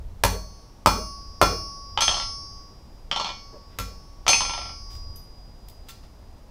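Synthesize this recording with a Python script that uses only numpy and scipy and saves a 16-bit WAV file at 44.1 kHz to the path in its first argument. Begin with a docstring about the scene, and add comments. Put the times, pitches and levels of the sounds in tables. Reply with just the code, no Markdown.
"""A smith drives a small tool into hot iron on an anvil: three heavy blows and a light one, in an open shed.
Each blow is a noisy thud with a short clank; it rings the anvil's modes and thumps stand and ground.
The hammer is also dropped on the bare face, where it bounces and rocks: hard clacks of steel on steel.
At the end the iron is drawn off and laid down again, with grainy scrapes and a few ticks of the tongs.
Short echoes of the shed and a wash of outdoor air, with a rumble that swells in gusts, surround it all."""
import sys
import numpy as np
from scipy import signal
from scipy.fft import rfft, irfft
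from scipy.io import wavfile

SR = 44100
rng = np.random.default_rng(int(sys.argv[2]) if len(sys.argv) > 2 else 0)


def materialize(psi):
    """Save the field psi as 16-bit PCM at rate SR to the path in sys.argv[1].

    A 1-D psi becomes a single channel; in a 2-D psi each row is a channel.
    """
    bounded = np.clip(np.atleast_2d(psi).T, -1, 1)
    quanta = np.round(bounded * 32767).astype(np.int16)
    wavfile.write(sys.argv[1], SR, quanta)


N = 286914
T = np.arange(N) / SR  # time [s]

# Hammer blows through the tool; levels are relative within each layer:
# (time [s], knock level [dB], brightness [dB per octave], ring level [dB], spot on the anvil [-1 to 1],
#  thump level [dB], clank pitch [Hz], clank level [dB])
BLOWS = [(0.2368, -4.5, 0.96, -4, -0.89, 5, 830, -1.5), (0.8604, -2, -1.14, 0.5, 0.15, 3, 983, -7.5),
         (1.4147, -2, -1.4, 0.5, 0.54, 3.5, 1257, -3), (3.7874, -18.5, 2, -12, 0.2, -5, 2400, -25)]


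def gain_of(db):
    """Turns decibels into amplitude."""
    return 10 ** (np.asarray(db) / 20)


def evened(x):
    """Scales a sound to rms 1."""
    return x / np.sqrt(np.mean(x ** 2) + 1e-20)


def read(points, hz):
    """Reads a table of (frequency, value) between its points, on a log-frequency axis."""
    f, value = np.transpose(points)
    return np.interp(np.log(hz + 1), np.log(f + 1), value)


def add(mix, s, sound):
    """Mixes a sound in at time s."""
    part = mix[round(s * SR):][:len(sound)]
    part += sound[:len(part)]


def noise(spectrum):
    """Steady noise of a given colour, rms 1."""
    white = rfft(rng.standard_normal(N))
    colour = gain_of(read(spectrum, np.fft.rfftfreq(N, 1 / SR)))
    return evened(irfft(white * colour, N))


def drift(t, rate):
    """Slow random wandering, rms 1: twelve sines of random phase, none faster than rate [Hz]."""
    f = np.geomspace(rate / 6, rate, num=12)[:, None]
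    return evened(np.sin(2 * np.pi * (f * t + rng.random(f.shape))).sum(0))


def pulse(spectrum, bright, size=2048):
    """A click of energy 1 with the given colour, tilted above 500 Hz by its brightness."""
    hz = abs(np.fft.fftfreq(size, 1 / SR))
    tilt_db = bright * np.log2(np.maximum(hz, 500))
    log_gain = np.log(gain_of(read(spectrum, hz) + tilt_db))
    # Minimum phase: the click starts at once, with nothing before it
    click = np.fft.ifft(np.exp(np.conj(signal.hilbert(log_gain)))).real
    return click / np.linalg.norm(click)


def knock(spectrum, bright, chatter_db, chatter_s):
    """One contact, followed by a few milliseconds of chatter between the steel faces."""
    t = T[:SR // 10]
    chatter = rng.standard_normal(len(t)) * np.exp(-t / chatter_s)
    force = gain_of(chatter_db) * chatter / np.linalg.norm(chatter)
    force[0] = -1  # the contact itself
    return signal.fftconvolve(force, pulse(spectrum, bright))


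def ping(hz, decay_s):
    """A few dying cycles of energy 1, which start within the first half cycle."""
    t = T[:SR // 10]
    onset = 1 - np.exp(-(np.pi * hz * t) ** 2)
    wave = -np.sin(2 * np.pi * hz * t) * np.exp(-t / decay_s) * onset
    return wave / np.linalg.norm(wave)


def ring(hz, t60, db, rise_s):
    """Dying sines that swell for a moment as they fill the space."""
    out = np.zeros(N)
    for f, life, level in zip(hz, t60, db):
        # Weak sines are cut off sooner
        t = T[:int(SR * life * np.clip((level + 95) / 60, .1, 2))]
        out[:len(t)] += gain_of(level - 60 * t / life) * np.sin(2 * np.pi * f * t)
    return out * (1 - np.exp(-T / rise_s))


def softness(hz, contact_ms, steep=6):
    """Change in dB: a contact cannot excite periods shorter than it lasts."""
    return -10 * np.log10(1 + (hz * contact_ms / 1000) ** steep)


def air():
    """A steady outdoor wash over a low rumble that swells with each gust."""
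    # Relative colour of the wash: (frequency [Hz], level [dB])
    wash_colour = [(20, -8), (55, -9.5), (110, -12), (200, -16), (400, -21.5), (900, -24), (1600, -36),
                   (3000, -39.5), (5500, -38.5), (8000, -46.5), (15000, -50)]
    # Relative colour of the rumble: (frequency [Hz], level [dB])
    rumble_colour = [(10, -7), (28, 2.5), (55, -1.5), (90, -8.5), (160, -25), (500, -64.5)]
    # Gusts: (time of peak [s], half width [s], rumble level [dB])
    gusts = [(0, 0.21, -35.5), (1.3, .3, -45), (2.2, .25, -39), (4.55, 0.29, -40), (5.05, 0.11, -36)]
    wash_db, rumble_db = -50.5, -47
    power = gain_of(rumble_db) ** 2
    for s, width, db in gusts:
        power = power + gain_of(db) ** 2 * np.exp(-((T - s) / width) ** 2)
    return gain_of(wash_db) * noise(wash_colour) + np.sqrt(power) * noise(rumble_colour)


def blows():
    """The tool sinks into soft hot iron: a dull thud with a short clank."""
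    # Relative colour of the thud: (frequency [Hz], level [dB])
    thud = [(60, -19.5), (150, -15), (290, -9.5), (420, -6.5), (800, 0), (1300, -2.5), (1600, -9.5),
            (2100, -8), (3200, -15.5), (5500, -15), (8000, -22.5), (11000, -21), (15500, -28)]
    out = np.zeros(N)
    for s, db, bright, _, _, _, clank_hz, clank_db in BLOWS:
        add(out, s, gain_of(db + 7.5) * knock(thud, bright, chatter_db=8.5, chatter_s=0.0047))
        add(out, s, gain_of(clank_db + 8.5) * ping(clank_hz, decay_s=0.00128))
    return out


def damping(t):
    """Ring in dB taken by time t: hammer or tool, pressed on the face, damps the anvil."""
    # Presses: (start [s], length [s], loss [dB])
    presses = [(2.594, 0.31, 10.5), (3.244, 0.052, 3.5), (3.768, 0.0244, 10.5)]
    return sum(db * np.clip((t - s) / length, 0, 1) for s, length, db in presses)


def anvil(contacts, rise_s=0.0048, waver_db=1.75):
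    """Each strike feeds energy into the same modes, by where, how hard and through what it lands."""
    # Modes of anvil and hammer; levels are relative to each strike's ring level:
    # (frequency [Hz], time to die by 60 dB [s], level through the tool [dB], its change per unit of spot [dB],
    #  level on the bare face [dB], its change per unit of spot [dB])
    modes = [(1120.2, 1.95, -36, 8, -39, 11), (4420.3, .9, -35, -2, -27, -7), (4484, .75, -44, 4, -36, 0),
             (4904.7, 3.9, -46, 11, -38, 1), (5209.5, 1.15, -34, 9, -24, -6),
             (5450.6, 1.5, -36.5, 8, -32, 15), (5696, 2, -44, 5, -39, 1), (6261.4, .92, -34, -1, -20, -1),
             (1355, .3, -20.5, 9, -23, 2), (2414, .33, -29.5, 8, -27, -13), (3381, .35, -31, 3, -23, -2),
             (2231, .55, -46, 2, -33, -7), (2794, .6, -46, 8, -39, -3), (3136, .3, -48, 3, -28, 0),
             (4258, .35, -29, 1, -23, 4), (7031, .2, -38, -4, -42, 0), (7512, .35, -44, -4, -42, -6),
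             (7929, .6, -60, -7, -37, -7), (8086, .26, -38, 1, -45, 0), (8564, .56, -56, -10, -37, -5),
             (8969, .3, -45, -4, -37, -4), (9383.5, .95, -43, 0, -34, -1), (10275, .36, -46, -2, -46, 0),
             (10760, .56, -50, 0, -48, 2), (12060, .55, -51, 0, -53, -5), (12280, .4, -47, -3, -42, -4),
             (12340, .58, -48, -2, -54, -12), (13090, .25, -47, -9, -56, -5), (13950, .5, -47, -5, -56, 0),
             (14780, .55, -51, -5, -57, -12), (15100, .45, -44, 0, -48, -8)]
    hz, t60, tool_db, tool_slope, face_db, face_slope = np.transpose(modes)
    laid_s, laid_db = 5.8845, -28.5  # the iron, laid down again, stirs the anvil
    starts = np.array([row[0] for row in BLOWS + contacts] + [laid_s])

    # One row per strike, one level per mode
    fed_db = [tool_db + db + spot * tool_slope for _, _, _, db, spot, *_ in BLOWS]
    for _, _, contact_ms, db, spot, *_ in contacts:
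        fed_db.append(face_db + db + spot * face_slope + softness(hz, contact_ms, steep=9.1))
    fed_db.append(tool_db + laid_db)

    t, out = T[::64], np.zeros(N)  # levels change slowly, so coarse time steps do
    age = np.maximum(t - starts[:, None], 0)
    rise = 1 - np.exp(-age / rise_s)
    # A strike loses only what is damped after it lands
    lost_db = damping(starts)[:, None] - damping(t)
    for f, life, level_db in zip(hz, t60, np.transpose(fed_db)):
        rings = gain_of(level_db[:, None] + lost_db - 60 * age / life) * rise
        waver = gain_of(waver_db * drift(t, rate=4))  # the moving smith shifts the reflections
        level = np.linalg.norm(rings, axis=0) * waver  # the energies of the strikes add up
        out += np.interp(T, t, level) * np.sin(2 * np.pi * (f * T + rng.random()))
    return out


def stand():
    """Blows shake the stand and the ground, most under heavy ones, and the shed booms back."""
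    # Modes of stand and ground: (frequency [Hz], time to die by 60 dB [s], relative level [dB])
    modes = [(49.4, 0.72, -24.5), (86.95, 0.59, -28), (98.1, 0.21, -21), (186, 0.58, -34),
             (263, 0.32, -35.5)]
    # Boomy late echoes: (frequency [Hz], band width [Hz], level against the blow [dB], delay [s], spread [s])
    booms = [(456, 98.5, -34.5, .11, 0.028), (624.5, 17, -43.5, 0.16, 0.044)]
    hz, t60, mode_db = np.transpose(modes)
    out, t = np.zeros(N), T[:SR // 2]
    for s, db, _, _, _, thump_db, *_ in BLOWS:
        add(out, s, ring(hz, t60, mode_db + thump_db, rise_s=0.012))
        for f, width, boom_db, delay, spread in booms:
            edges = [f - width / 2, f + width / 2]
            band_filter = signal.butter(2, edges, "band", fs=SR, output="sos")
            band = signal.sosfilt(band_filter, rng.standard_normal(len(t)))
            swell = np.exp(-((t - delay) / spread) ** 2 / 2)
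            add(out, s, gain_of(db + boom_db) * evened(band) * swell)
    return out


def shed(x, echo_s=.0108, echo_db=-7, cluster_db=-5, tail_db=-4):
    """A first echo off the floor, a cluster from nearby things, then a short tail."""
    # Life of the tail: (frequency [Hz], time to die by 60 dB [s])
    tail_life = [(100, 1), (500, 0.36), (1200, 0.32), (3000, 0.29), (6000, 0.41), (14000, 0.29)]
    t = T[:SR]
    late = np.maximum(t - echo_s, 0)
    cluster = rng.standard_normal(SR) * (t > echo_s) * np.exp(-late / .008)
    # Noise in which each pitch dies at its own pace
    hz, when, z = signal.stft(rng.standard_normal(SR), SR, nperseg=256)
    fading = z * gain_of(-60 * when / read(tail_life, hz)[:, None])
    tail = signal.istft(fading, SR, nperseg=256)[1][:SR] * (t > echo_s)
    response = gain_of(cluster_db) * cluster / np.linalg.norm(cluster)
    response += gain_of(tail_db) * tail / np.linalg.norm(tail)
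    response[round(echo_s * SR)] += gain_of(echo_db)
    return signal.fftconvolve(x, response)[:N]


def taps(contacts):
    """Steel on steel: a hard clack, pitched by the way the hammer head lands."""
    # Relative colour of the clack: (frequency [Hz], level [dB])
    clack = [(100, -12), (500, -14), (780, 2.5), (1000, -3.5), (1250, -3), (1520, -13), (1850, -9),
             (2700, -7.5), (3200, 0), (3800, -6.5), (5500, -1.5), (8000, -12), (15000, -22.5)]
    out, hz = np.zeros(N), np.geomspace(100, 16000, num=80)
    for s, db, contact_ms, _, _, clack_hz, clack_db in contacts:
        colour = np.transpose([hz, read(clack, hz) + softness(hz, contact_ms, steep=6.0)])
        add(out, s, gain_of(db + 3.5) * knock(colour, 0, chatter_db=5.5, chatter_s=0.0059))
        add(out, s, gain_of(clack_db + 5) * ping(clack_hz, decay_s=0.0042))
    return out


def rocking():
    """The dropped hammer head rocks to rest between toe and heel, ever sooner, weaker and softer."""
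    # First contact of each rocking; levels are relative within each layer:
    # (start [s], length [s], first gap [s], knock level [dB], contact time [ms], ring level [dB],
    #  spot on the anvil [-1 to 1], clack pitch of the toe [Hz])
    rocks = [(2.1114, .125, .03, -12, 0.18, -14.5, 0.99, 3080),
             (3.2448, .06, 0.024, -14, 0.23, -15, -0.23, 3450),
             (4.4046, .3, .046, -11.5, 0.25, -11, 0.13, 2450)]
    # From one contact to the next
    gap_ratio, loss_db, ring_loss_db, softening = 0.96, 1.82, 1.37, 1.073
    clack_db = -5.5  # clack against knock
    uneven_db, jitter_s = 2, .001  # chance in strength and time
    heel_hz = 1035  # every other contact falls on the heel, with a lower clack
    rows, turn = [], np.arange(12)
    for start, length, gap, db, contact_ms, ring_db, spot, toe_hz in rocks:
        shift, luck = rng.standard_normal((len(turn), 2)).T
        gaps = gap * gap_ratio ** turn
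        after = np.cumsum(gaps) - gaps
        for k in turn[after < length]:
            s = start + after[k] + jitter_s * shift[k]
            knock_db = db - loss_db * k + uneven_db * luck[k]
            clack_hz = toe_hz if k % 2 else heel_hz
            # Columns as in the bounces
            rows.append((s, knock_db, contact_ms * softening ** k,
                         ring_db - ring_loss_db * k, spot, clack_hz, knock_db + clack_db))
    return rows


def ticks():
    """The tongs tick faintly, at loose intervals, around the moment the iron is laid down."""
    from_s, to_s, gap_s = 5.8, 6.1, 0.18
    level_db, spread_db, bright, swell_s = -62, 4, -1, 0.01  # brightness in dB per octave
    rows = []
    for s, (late, luck) in zip(np.arange(from_s, to_s, gap_s), rng.random((20, 2))):
        # Columns as in the scrapes
        rows.append((s + gap_s * late, level_db + spread_db * (2 * luck - 1), bright, swell_s))
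    return rows


def handling():
    """Grainy scrapes and ticks of iron and tongs, and the clink of the small tool as it is lifted."""
    # Scrapes: (time [s], relative level [dB], brightness [dB per octave], swell time [s])
    scrapes = [(3.52, -51, -13.5, 0.018), (3.669, -64.5, -3, 0.062), (4.896, -56, 3, .021),
               (4.95, -49.5, 1.5, 0.003), (5.159, -46, 7, 0.0021), (5.685, -39.5, 7, .0015),
               (5.8848, -40, 3, 0.0051), (6.228, -57, -6, .0015)]
    # Relative colour of a scrape: (frequency [Hz], level [dB])
    scratch = [(200, -8), (900, 3.5), (4000, 3), (8000, -6.5), (12000, -11.5), (16000, -10.5)]
    # Modes of the small tool: (frequency [Hz], time to die by 60 dB [s], level [dB])
    tool = [(4597, 0.068, -61), (6100, 0.11, -53), (6840, 0.2, -63), (9480, 0.058, -46),
            (11750, 0.068, -42.5), (14830, .28, -63)]
    out, t = np.zeros(N), T[:SR // 4]
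    for s, db, bright, swell_s in scrapes + ticks():
        # Uneven grains: noise of random strength from sample to sample
        grit = evened(rng.standard_normal(len(t)) * rng.exponential(1, len(t)))
        swell = t / swell_s * np.exp(1 - t / swell_s)
        add(out, s, gain_of(db) * signal.fftconvolve(grit * swell, pulse(scratch, bright)))
    add(out, 5.159, ring(*np.transpose(tool), rise_s=0.00043))
    return out


def scene():
    """Contacts and ring with their echoes in the shed, the thump of the stand, and the air."""
    # The hammer drops and bounces on the bare face; levels are relative within each layer:
    # (time [s], knock level [dB], contact time [ms], ring level [dB], spot on the anvil [-1 to 1],
    #  clack pitch [Hz], clack level [dB])
    bounces = [(1.9754, -6.5, .29, -22, -.1, 3070, -7), (2.0075, -7, 0.091, -2.5, -.08, 3260, -7),
               (2.0205, -5.5, .2, -22.5, .9, 3300, -5.5), (2.0802, -3.5, .22, -12, .84, 3250, 2),
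               (3.1139, -8.5, .26, -13.5, 1, 3200, -5.5), (3.1615, -10, 0.23, -10.5, 0.77, 3140, -20),
               (3.1985, -10, 0.23, -11, 0.47, 1145, -9), (4.266, -7.5, .25, -34, -.1, 1290, -7.5),
               (4.28, -3, 0.09, 1, -.25, 2414, 0), (4.2922, -4, 0.14, -26, -0.014, 2438, -7.5),
               (4.3321, -6.5, 0.27, -14, .24, 2543, 4.5)]
    contacts = bounces + rocking()
    knocks = blows() + handling() + taps(contacts)
    steel = anvil(contacts)
    room = shed(knocks + gain_of(-18) * steel)  # the ring is turned down by 18 dB for the echoes
    return (knocks + steel + room + stand() + air())[None]


def record(dry):
    """The loudest peaks are rounded off at full scale; then the treble ends near 15.7 kHz."""
    rounded = dry / (1 + dry ** 6) ** (1 / 6)
    low_pass = signal.firwin(255, 15700, window=("kaiser", 9), fs=SR)
    return signal.oaconvolve(rounded, low_pass[None], "same")


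dry = scene()
out = record(dry)
materialize(out)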